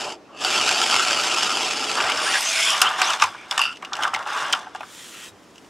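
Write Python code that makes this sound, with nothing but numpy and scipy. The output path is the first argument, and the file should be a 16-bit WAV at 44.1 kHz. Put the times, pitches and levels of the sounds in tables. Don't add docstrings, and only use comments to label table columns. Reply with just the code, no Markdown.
import sys
import numpy as np
from scipy import signal
from scipy.io import wavfile
from scipy.ndimage import uniform_filter1d, map_coordinates

SR = 44100
rng = np.random.default_rng(int(sys.argv[2]) if len(sys.argv) > 2 else 0)


def transcribe(u):
    v = np.clip(np.atleast_2d(u).T, -1, 1)
    q = np.round(v * 32767).astype(np.int16)
    wavfile.write(sys.argv[1], SR, q)


def voltage_ratio(decibels):
    exponent = np.asarray(decibels, float) / 20
    return 10 ** exponent


N = 250929


def evened(x):
    return x / np.sqrt(np.mean(x ** 2) + 1e-20)


def read(points, hz):
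    f, value = np.transpose(points)
    return np.interp(np.log(hz + 1), np.log(f + 1), value)


def level_curve(points):
    s, db = np.transpose(points)
    return np.interp(np.arange(N) / SR, s, db, left=-120, right=-120)


def causal(db):
    mirrored_db = np.r_[db, db[-2:0:-1]]
    log_gain = np.log(voltage_ratio(np.maximum(mirrored_db, -100)))
    spectrum = np.exp(np.conj(signal.hilbert(log_gain)))
    return np.fft.ifft(spectrum).real[:len(db) - 1]


def hertz():
    return np.linspace(0, SR / 2, 2049)


def peaks(modes, hz):
    f, width, _ = np.transpose(modes)[:, :, None]
    return 1 / (1 + (2 * (hz - f) / width) ** 2)


def summed_db(modes, steep):
    mode_power = voltage_ratio(2 * np.transpose(modes)[2])[:, None]
    power = (mode_power * peaks(modes, hertz()) ** steep).sum(0)
    bass_loss = 1 + (380 / (hertz() + 1)) ** 4
    return 10 * np.log10(power / bass_loss + 1e-9)


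def ticks(per_s, spread_db):
    size_db = spread_db * np.minimum(rng.exponential(1, N), 3.6)
    size = voltage_ratio(size_db) * rng.choice([-1., 1.], N)
    return size * (rng.random(N) < per_s / SR)


def lumps(hz, depth_db):
    smooth = signal.lfilter(*signal.butter(2, hz / SR * 2), rng.standard_normal(N))
    return evened(voltage_ratio(depth_db * evened(smooth)))


def rub(level_db, colour_db, per_s, spread_db, lump_hz, lump_db):
    drive = ticks(per_s, spread_db) * lumps(lump_hz, lump_db)
    return voltage_ratio(level_db) * evened(signal.oaconvolve(drive, causal(colour_db))[:N])


def add(mix, s, sound):
    part = mix[round(s * SR):][:len(sound)]
    part += sound[:len(part)]


def strike(out, s, db, t60, rise_s, colour_db, noise):
    t = np.arange(len(noise)) / SR
    decay = voltage_ratio(-60 * t / max(t60, .003))
    burst = noise * abs(noise) * decay * np.minimum(t / rise_s, 1)
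    sound = signal.fftconvolve(burst, causal(colour_db))
    add(out, s, voltage_ratio(db) * sound / abs(sound).max())


def wander(x, depth_db, wide_hz, long_s, climb_hz):
    hz, t, z = signal.stft(x, SR, nperseg=512, noverlap=384)
    field = rng.standard_normal((2 * len(hz), len(t)))
    for _ in range(2):
        field = uniform_filter1d(field, max(round(wide_hz / hz[1]), 1), axis=0)
        field = uniform_filter1d(field, max(round(long_s / t[1]), 1), axis=1)
    row = (np.arange(len(hz))[:, None] - climb_hz * t / hz[1]) % (len(field) - 1)
    patches = map_coordinates(evened(field), [row, np.arange(len(t)) + 0 * row], order=1)
    gain_db = depth_db * (patches - uniform_filter1d(patches, 24, axis=0))
    return signal.istft(z * voltage_ratio(gain_db), SR, nperseg=512, noverlap=384)[1][:N]


# time in seconds, rattle level in dB.
GEAR_LEVEL = [(0.0, -31), (0.122, -35.5), (0.2, -75), (0.262, -94), (0.36, -51), (0.42, -28.5),
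              (0.5, -22.5), (0.9, -21.5), (1.88, -27), (2.092, -27.5), (2.378, -25.5), (2.4, -32)]
# frequency in Hz, level in dB.
GEAR_COLOUR = [(290, -44.5), (500, -20), (761, 0), (1160, -1), (1300, 5), (1870, -6), (2730, 2),
               (4090, -6.5), (5240, -4), (9490, -19.5), (16000, -38.5)]
# frequency in Hz, width in Hz, lift in dB.
SHELL_MODES = [(743, 120, 2.5), (1240, 670, -0.5), (1330, 320, 1.5), (2660, 250, 0.2), (3100, 1350, 4.5),
               (4590, 200, 9), (5050, 100, 4.5), (5320, 420, 5), (6210, 98, 9), (6840, 170, 9),
               (7610, 620, 10.5), (9340, 780, 10), (11300, 550, 6)]
# frequency in Hz, level in dB.
HUM_COLOUR = [(35, -35), (60, -34), (102, -20.5), (156, -17), (270, -1), (432, 2), (472, 0.5), (650, 2.5),
              (840, 0.5), (1430, -120)]
# time in seconds, level in dB.
TOOTH_SLIPS = [(0.4155, -17), (0.4479, -4.5), (0.5244, -18), (0.5434, -24), (0.5874, -14), (0.5972, -13),
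               (0.663, -7), (0.6867, -8), (0.6914, -0.5), (0.717, -6), (0.7802, -7.5), (0.8047, -11),
               (0.8158, -2), (0.9118, -2.5), (0.9298, -9), (0.9418, 0), (0.9544, -4), (0.9634, -1),
               (0.9952, -4.5), (1.0231, -8.5), (1.073, -9), (1.13, -8), (1.2212, -27), (1.2494, -11),
               (1.3836, -7), (1.4316, -4.5), (1.4644, -14), (1.5714, -4.5), (1.7095, -10), (1.7714, -9),
               (1.8937, -11), (1.914, -8), (1.9538, -10)]


def gears(spot_count=8):
    t = np.arange(N) / SR
    level_db = level_curve(GEAR_LEVEL)
    variation_db = 1.83 * rng.standard_normal((spot_count, len(SHELL_MODES)))
    lifts_db = np.transpose(SHELL_MODES)[2] + variation_db
    shell_shapes = peaks(SHELL_MODES, hertz())
    spots = [causal(read(GEAR_COLOUR, hertz()) + db @ shell_shapes) for db in lifts_db]
    impacts = sum(signal.oaconvolve(ticks(750, 2.8), spot)[:N] for spot in spots)
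    rattle = evened(impacts * lumps(93, 1.76))

    turns_per_s, slowing, wobble_depth_db = 8.05, 1.977, 0.5
    since = np.clip(t - 0.685, -1, 1.5)
    wobble_db = wobble_depth_db * np.cos(2 * np.pi * (turns_per_s - slowing * since) * since)
    out = voltage_ratio(level_db + 0.38 + wobble_db) * rattle

    slip_decay = voltage_ratio(-60 * np.arange(400) / SR / 0.016)
    spot_index = rng.integers(0, spot_count, len(TOOTH_SLIPS))
    chatter = rng.standard_normal((len(TOOTH_SLIPS), 400))
    for (s, db), k, noise in zip(TOOTH_SLIPS, spot_index, chatter):
        slip = np.convolve(noise * abs(noise) * slip_decay, spots[k])
        add(out, s, voltage_ratio(db - 4.0) * slip / abs(slip).max())
    return wander(out, 2.22, 300, 0.029, 112) + chassis_hum(level_db)


def chassis_hum(gear_db):
    set_down_s, damp_db_per_s = 2.19, 28
    on_table_s = np.maximum(np.arange(N) / SR - set_down_s, 0)
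    hum_db = -28.5 + 0.36 * gear_db - damp_db_per_s * on_table_s
    return rub(hum_db, read(HUM_COLOUR, hertz()), 3000, 0.93, 28, 0.59)


# start in seconds, end in seconds,
# first level in dB, last level in dB, plastic rasp in dB relative to the stroke.
STROKES = [(1.978, 2.62, -21.5, -36, -12), (2.233, 2.65, -43.5, -36, 16), (2.66, 2.782, -34, -37, 12.5),
           (2.686, 2.834, -26.5, -22, -4), (2.837, 2.969, -16.5, -29, -5),
           (2.991, 3.14, -20.5, -22.5, -2.5), (3.23, 3.233, -15, -20.5, -3), (3.306, 3.5, -41.5, -43, -4),
           (3.52, 3.587, -32.5, -29.5, -4), (3.629, 3.796, -29, -61, 1.5), (3.833, 3.894, -39, -43, -8),
           (3.933, 4.053, -34.5, -21, -10.5), (4.14, 4.232, -27.5, -32, -11),
           (4.276, 4.389, -25.5, -23, -7), (4.41, 4.553, -22.5, -29.5, -6.5), (4.557, 4.735, -30, -48, -7),
           (4.753, 4.894, -47.5, -49, -1)]


def pressure():
    attack_db_per_s, release_db_per_s = 500, 249
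    t, power = np.arange(N) / SR, np.zeros((3, N))
    for start, end, first_db, last_db, rasp_db in STROKES:
        db = np.interp(t, [start, end], [first_db, last_db])
        db = db - attack_db_per_s * np.maximum(start - t, 0)
        db = db - release_db_per_s * np.maximum(t - end, 0)
        hiss_db = -4.5 + (1 + 0.16) * rasp_db
        power += voltage_ratio(2 * (db + np.array([[0], [rasp_db], [hiss_db]])))
    return 10 * np.log10(power + 1e-12)


# frequency in Hz, width in Hz, level in dB.
TABLE_MODES = [(630, 35, -10), (769, 106, -3.5), (952, 347, -3.5), (1177, 200, -1.5), (1330, 330, -4.5),
               (1527, 400, -3.5), (1810, 140, -13.5)]
# frequency in Hz, width in Hz, level in dB.
CAR_MODES = [(2210, 850, -6.5), (2800, 180, -3.5), (3130, 890, -7), (3520, 400, -4), (4200, 570, -16.5)]
# frequency in Hz, level in dB.
HISS_COLOUR = [(2350, -40), (3300, -3), (4000, 1.5), (5070, 16.5), (6700, 10), (8210, 8.5), (8550, 6.5),
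               (10100, 1), (15500, -18.5), (16000, -70)]


def drag():
    table_db, car_db, hiss_db = pressure()
    drone = rub(table_db - 4.0, summed_db(TABLE_MODES, 1.43), 1600, 0.25, 73, 1.06)
    rasp = rub(car_db - 4.5, summed_db(CAR_MODES, 1.52), 2500, 1.1, 44, 0.23)
    hiss = rub(hiss_db - 4.0, read(HISS_COLOUR, hertz()), 9000, 0.82, 99, 2.5)
    return wander(drone, 1.5, 200, .04, 0) + wander(rasp + hiss, 2.2, 400, .04, 300)


# start in seconds,
# end in seconds, first frequency in Hz, last frequency in Hz, level in dB.
SWEEPS = [(2.2, 2.34, 9150, 9300, -36), (2.36, 2.5, 9500, 7200, -36), (2.44, 2.8, 9700, 10400, -38),
          (2.19, 2.53, 1800, 7000, -42), (2.3, 2.46, 6800, 14000, -40), (2.4, 2.56, 5900, 6600, -29),
          (2.5, 2.76, 6900, 7500, -33), (2.48, 2.76, 8700, 7400, -47), (2.28, 2.41, 3400, 3400, -44),
          (2.43, 2.62, 2600, 5100, -37), (2.58, 2.78, 3300, 3150, -27.5), (2.44, 2.64, 2600, 2200, -32.5),
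          (2.55, 2.78, 1800, 3100, -29.5), (2.22, 2.36, 1300, 2200, -30.5), (2.43, 2.78, 1480, 1500, -34.5),
          (2.58, 2.78, 4400, 6900, -46), (2.84, 2.9, 2600, 3500, -25), (3.02, 3.1, 4300, 6900, -28),
          (3.0, 3.17, 4600, 1900, -30), (3.085, 3.125, 3500, 2300, -33), (0.28, 0.69, 3100, 1600, -44.5),
          (2.33, 2.39, 1850, 1600, -23.5), (2.56, 2.8, 2500, 2600, -31.5), (2.04, 2.13, 1800, 2400, -31.5),
          (3.63, 3.78, 2780, 2850, -42)]


def sweeps():
    out = np.zeros(N)
    noises = rng.standard_normal((len(SWEEPS), 2, 20000))
    for (start, end, first_hz, last_hz, db), (a, b) in zip(SWEEPS, noises):
        size = round((end - start) * SR)
        width_hz = .11 * first_hz
        slow = signal.lfilter(*signal.butter(2, width_hz / SR), a + 1j * b)[1000:1000 + size]
        turns = np.cumsum(np.linspace(first_hz, last_hz, size)) / SR
        tone = (slow * np.exp(2j * np.pi * turns)).real
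        add(out, start, voltage_ratio(db) * evened(tone) * signal.windows.tukey(size, .6))
    return out * lumps(75, 1.3)


# time in seconds, level in dB, body ring in dB relative
# to the crack, body ring in Hz, top treble in dB relative to the crack.
KNOCKS = [(2.0018, -27, 17, 2620, -24), (2.0384, -26, 11.5, 2310, -20), (2.0986, -15.5, 1, 2900, -22),
          (2.12, -18, 8, 3000, -30), (2.338, -22, 9, 2700, -33), (2.355, -22, 9, 1870, -30),
          (2.1735, -14, -13, 2870, -31), (2.816, 2, -6, 2930, -14), (3.0165, -6.5, 2, 2800, -25),
          (3.1033, -10, -7, 2830, -30), (3.1333, -15, -3, 3460, -36), (3.2206, -3, -2, 2300, -34),
          (3.2374, -11, 1, 2600, -27), (3.5104, -9.5, 0, 3340, -27), (3.5778, -8.5, 0, 2830, -23),
          (3.5924, -10, -5, 2740, -24), (3.6152, -13, 2, 2620, -8), (3.8237, -32.5, 6, 2250, -24),
          (3.932, -13.5, -2.5, 3570, -43), (4.0337, -15, 3.5, 3080, -22), (4.146, -18, 8.5, 2150, -24),
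          (4.5261, -8, -3, 2800, -32), (4.5304, -10.5, 3.5, 3100, -32), (4.8065, -42, 17.5, 2380, -20),
          (4.8304, -41, 8, 2300, -23)]
# time in seconds, level in dB.
MORE_KNOCKS = [(3.1975, -20), (3.2914, -35), (3.5248, -19.5), (3.726, -33.5), (3.758, -36), (3.77, -34),
               (3.848, -25.5), (3.9524, -22), (3.967, -24), (4.008, -32), (4.0242, -19.5), (4.0408, -23),
               (4.078, -24), (4.139, -19), (4.1605, -23), (4.1809, -37), (4.19, -31), (4.226, -31), (4.502, -29),
               (4.549, -20), (4.748, -31), (4.7592, -32), (5.4321, -50), (5.5567, -39.5), (5.5804, -35.5),
               (5.6456, -46)]


def knocks():
    t60 = 0.025
    shared_ring_db, shared_ring_hz, shared_treble_db = 1, 2900, -23.5
    rows = KNOCKS + [(s, db, shared_ring_db, shared_ring_hz, shared_treble_db) for s, db in MORE_KNOCKS]
    out, chatter = np.zeros(N), rng.standard_normal((len(rows), 2, 1600))
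    spot_hz = rng.uniform(2000, 9140, len(rows))
    softer_body = [(f, w, d - 7) for f, w, d in CAR_MODES]
    for (s, db, ring_db, hz, top_db), (a, b), spot in zip(rows, chatter, spot_hz):
        tilt_db = (top_db + 23.5) * np.clip((hertz() - 6500) / 4000, 0, 1)
        spot_db = 6.0 * peaks([(spot, 700, 0)], hertz())[0]
        bright_db = read(HISS_COLOUR, hertz()) + tilt_db + spot_db
        body_db = summed_db([(hz, 350, 0)] + softer_body, 1.19)
        strike(out, s, db - 3.5, t60, 0.00015, bright_db, a)
        strike(out, s, db + ring_db - 0.4, t60, 0.0011, body_db, b)
    return out


# time in seconds, level in dB, main ring in Hz.
LANDINGS = [(1.989, -14, 1170), (2.002, -11.5, 1500), (2.039, -13, 645), (2.096, -9, 1210),
            (2.818, -2, 1330), (2.989, -17, 1450), (3.015, -6, 1200), (3.102, -13, 1370),
            (3.134, -13.5, 1120), (3.199, -19, 1430), (3.222, 2, 1200), (3.241, -6.5, 1010),
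            (3.346, -23, 1570), (3.517, -14.5, 1360), (3.536, -20, 1450), (3.578, -8.5, 1770),
            (3.592, -9, 1150), (3.606, -15.5, 940), (3.826, -20, 1140), (3.921, -18, 1150),
            (3.936, -16, 1470), (3.988, -15, 870), (4.026, -25, 1510), (4.05, -4.5, 1230),
            (4.07, -13.5, 1090), (4.082, -18, 990), (4.097, -28, 1200), (4.134, -11, 1330),
            (4.16, -12.5, 900), (4.211, -20.5, 1100), (4.261, -18.5, 890), (4.536, -5, 1420),
            (4.666, -23.5, 860), (4.747, -18.5, 800), (4.806, -20.5, 790), (4.83, -21, 1390)]
# time in seconds, level in dB.
LEG_BUMPS = [(0.588, -49), (0.686, -52), (0.944, -47.5), (1.084, -51), (2.032, -48), (2.839, -54),
             (3.232, -48), (3.449, -61), (3.993, -56), (4.149, -55), (5.3, -55)]


def thuds():
    out, t = np.zeros(N), np.arange(8192) / SR
    chatter = rng.standard_normal((len(LANDINGS), 2000))
    for (s, db, hz), noise in zip(LANDINGS, chatter):
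        cycles = 22.3 - 1.1 * db
        top_db = summed_db([(hz, 240, 4.0)] + TABLE_MODES, 3.06)
        strike(out, s, db - 3.5, cycles / hz, 0.00087, top_db, noise)
    leg_hz, leg_t60, leg_rise_s = 102, 0.18, 0.017
    for s, db in LEG_BUMPS:
        swing = np.sin(2 * np.pi * leg_hz * t) * np.minimum(t / leg_rise_s, 1)
        add(out, s, voltage_ratio(db - 60 * t / leg_t60) * swing)
    return out


# time in seconds, peak level in dB.
BOUNCES = [(3.5985, -9), (3.605, -15), (3.6145, -6.5), (3.6225, -10), (3.629, -15), (3.636, -10.5),
           (3.646, -17), (3.6525, -10.5), (3.661, -17), (3.667, -20), (3.674, -19), (3.685, -26),
           (3.6925, -20.5), (3.705, -28), (3.715, -29), (3.7589, -36), (3.847, -30)]
# frequency in Hz, level in dB, t60 in seconds.
RING_MODES = [(2745, 4, .045), (2805, 1, .05), (2850, -2, .04), (2925, -4, .03), (2670, -6, .03),
              (4600, -10, .04), (4930, -10, .05), (5450, -12, .025), (1325, -5, .035), (1145, -9, .025)]


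def bounces():
    out, t = np.zeros(N), np.arange(8192) / SR
    hz, mode_db, t60 = np.transpose(RING_MODES)[:, :, None]
    phase = rng.random((len(BOUNCES), len(RING_MODES), 1))
    for (s, db), turn in zip(BOUNCES, phase):
        modes = voltage_ratio(mode_db - 60 * t / t60) * np.sin(2 * np.pi * (hz * t + 0.2 * turn))
        ring = modes.sum(0) * np.minimum(t / 0.002, 1) ** 2
        add(out, s, voltage_ratio(db) * ring / abs(ring).max())
    return out


# start in seconds, end in seconds, frequency in Hz, width in Hz, level in dB.
SQUEAKS = [
    (0, .16, 880, 500, -38),
    (.26, .43, 1150, 500, -50),
    (.245, .28, 2600, 300, -60),
    (2.07, 2.14, 3000, 900, -29),
    (2.62, 2.8, 1130, 150, -33),
    (2.35, 2.8, 660, 50, -43),
    (5.1, 5.31, 2700, 1500, -47),
    (3.31, 3.48, 2350, 280, -47),
    (3.6, 3.76, 1400, 220, -38),
    (3.59, 3.67, 10900, 600, -49),
]


def squeaks():
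    out = np.zeros(N)
    noises = rng.standard_normal((len(SQUEAKS), 20000))
    for (start, end, hz, width, db), noise in zip(SQUEAKS, noises):
        size = round((end - start) * SR)
        resonance = causal(summed_db([(hz, width, 0)], 2))
        tone = signal.fftconvolve(noise, resonance)[1000:1000 + size]
        add(out, max(start, 0), voltage_ratio(db) * evened(tone) * signal.windows.tukey(len(tone), .6))
    return out


# time in seconds, level in dB.
SLIDE_LEVEL = [
    (4.82, -56),
    (4.948, -43),
    (5.268, -41.5),
    (5.294, -48.5),
    (5.318, -63),
    (5.69, -58.5),
]
# frequency in Hz, level in dB.
SLIDE_COLOUR = [(590, -50), (1000, -11), (1340, -1.5), (1630, -7), (1910, -3), (2100, -7), (3270, -0.5),
                (4170, -7.5), (7190, -4), (9490, -9), (16000, -23)]


def slide():
    rubbing = rub(level_curve(SLIDE_LEVEL), read(SLIDE_COLOUR, hertz()), 9000, 1.0, 40, 0.93)
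    return wander(rubbing, 2.3, 270, 0.035, 356)


# frequency in Hz, t60 in seconds.
ROOM_DECAY = [(300, 0.16), (1500, 0.081), (5000, 0.048), (12000, 0.022)]


def tail(start_s):
    taps = np.zeros(SR // 5)
    at = np.arange(round(start_s * SR), len(taps) - 20, 20)
    taps[at + rng.integers(0, 20, len(at))] = rng.choice([-1., 1.], len(at))
    hz, t, z = signal.stft(taps, SR, nperseg=256)
    decay = voltage_ratio(-60 * t / read(ROOM_DECAY, hz)[:, None])
    out = signal.istft(z * decay, SR, nperseg=256)[1]
    return out / np.linalg.norm(out)


# frequency in Hz, level in dB.
HUSH_COLOUR = [(15, -56), (25, -31), (80, -14.5), (309, 3.5), (818, -2.5), (1020, -1.5), (1370, -6.5),
               (2550, -12), (2910, -13.5), (4250, -16), (5430, -15), (13600, -39), (16000, -42)]


def hush():
    return rub(-51, read(HUSH_COLOUR, hertz()), 30000, 0.95, 1.7, 0.69)


# frequency in Hz, side minus mid in dB.
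STEREO_WIDTH = [(60, -23), (290, -46), (640, -44), (1400, -34), (3100, -26), (6000, -20), (9000, -18.5),
                (15000, -18)]


def scene():
    toy = gears() + drag() + knocks() + thuds() + bounces() + squeaks() + sweeps() + slide()
    mid = toy + voltage_ratio(-15.5) * signal.oaconvolve(toy, tail(.004))[:N]
    side_filter = np.convolve(causal(read(STEREO_WIDTH, hertz())), tail(0.00043)[:900])
    side = signal.oaconvolve(mid, side_filter)[:N]
    side = voltage_ratio(4.0) * wander(side, 3.9, 900, 0.057, 130)
    side = side + voltage_ratio(-11.0) * hush() + voltage_ratio(-20.0) * slide()
    mid = mid + hush()
    return np.array([mid + side, mid - side])


# frequency in Hz, level in dB relative to mid.
SIDE_MASK = [(500, -32), (1200, -24.5), (4000, -20.5), (8000, -13.5), (15000, -15.5)]


def masking(x):
    hz, t, z = signal.stft([x[0] + x[1], x[0] - x[1]], SR, nperseg=2048, noverlap=1024)
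    band = (5.5 * np.log(1 + hz / 1500)).astype(int) * 100 + (hz // 640).astype(int)
    starts = np.flatnonzero(np.diff(band, prepend=-1))
    power = np.add.reduceat(abs(z) ** 2, starts, axis=1)
    whole = power[0].sum(0)
    treble = power[0, hz[starts] > 6000].sum(0)
    sudden = (treble > 4.0 * np.roll(treble, 1)) | (rng.random(len(t)) < .07)
    quiet = whole < voltage_ratio(2 * -37)
    audible = power[0] > whole * voltage_ratio(2 * -53)
    mid_kept = audible | (hz[starts] < 12500)[:, None] | quiet
    side_kept = power[1] > power[0] * voltage_ratio(2 * read(SIDE_MASK, hz[starts]))[:, None]
    kept = np.array([mid_kept, side_kept & mid_kept]) | sudden
    z *= np.repeat(kept, np.diff(starts, append=len(hz)), axis=1)
    mid, side = signal.istft(z, SR, nperseg=2048, noverlap=1024)[1][:, :N] / 2
    return np.array([mid + side, mid - side])


def top_cut(x):
    return signal.sosfilt(signal.butter(12, 16660, fs=SR, output="sos"), x)


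# frequency in Hz, gain in dB.
MIC_RESPONSE = [(22, 11), (45, 13), (150, 6.5), (400, 1.5), (15700, 0), (16100, -18), (16700, -58)]


def record(dry):
    heard = signal.oaconvolve(dry, causal(read(MIC_RESPONSE, hertz()))[None], axes=1)[:, :N]
    overloaded = 1.84 * np.tanh(heard / 1.946)
    mix = masking(overloaded)
    return top_cut(mix)


dry = scene()
out = record(dry)
transcribe(out)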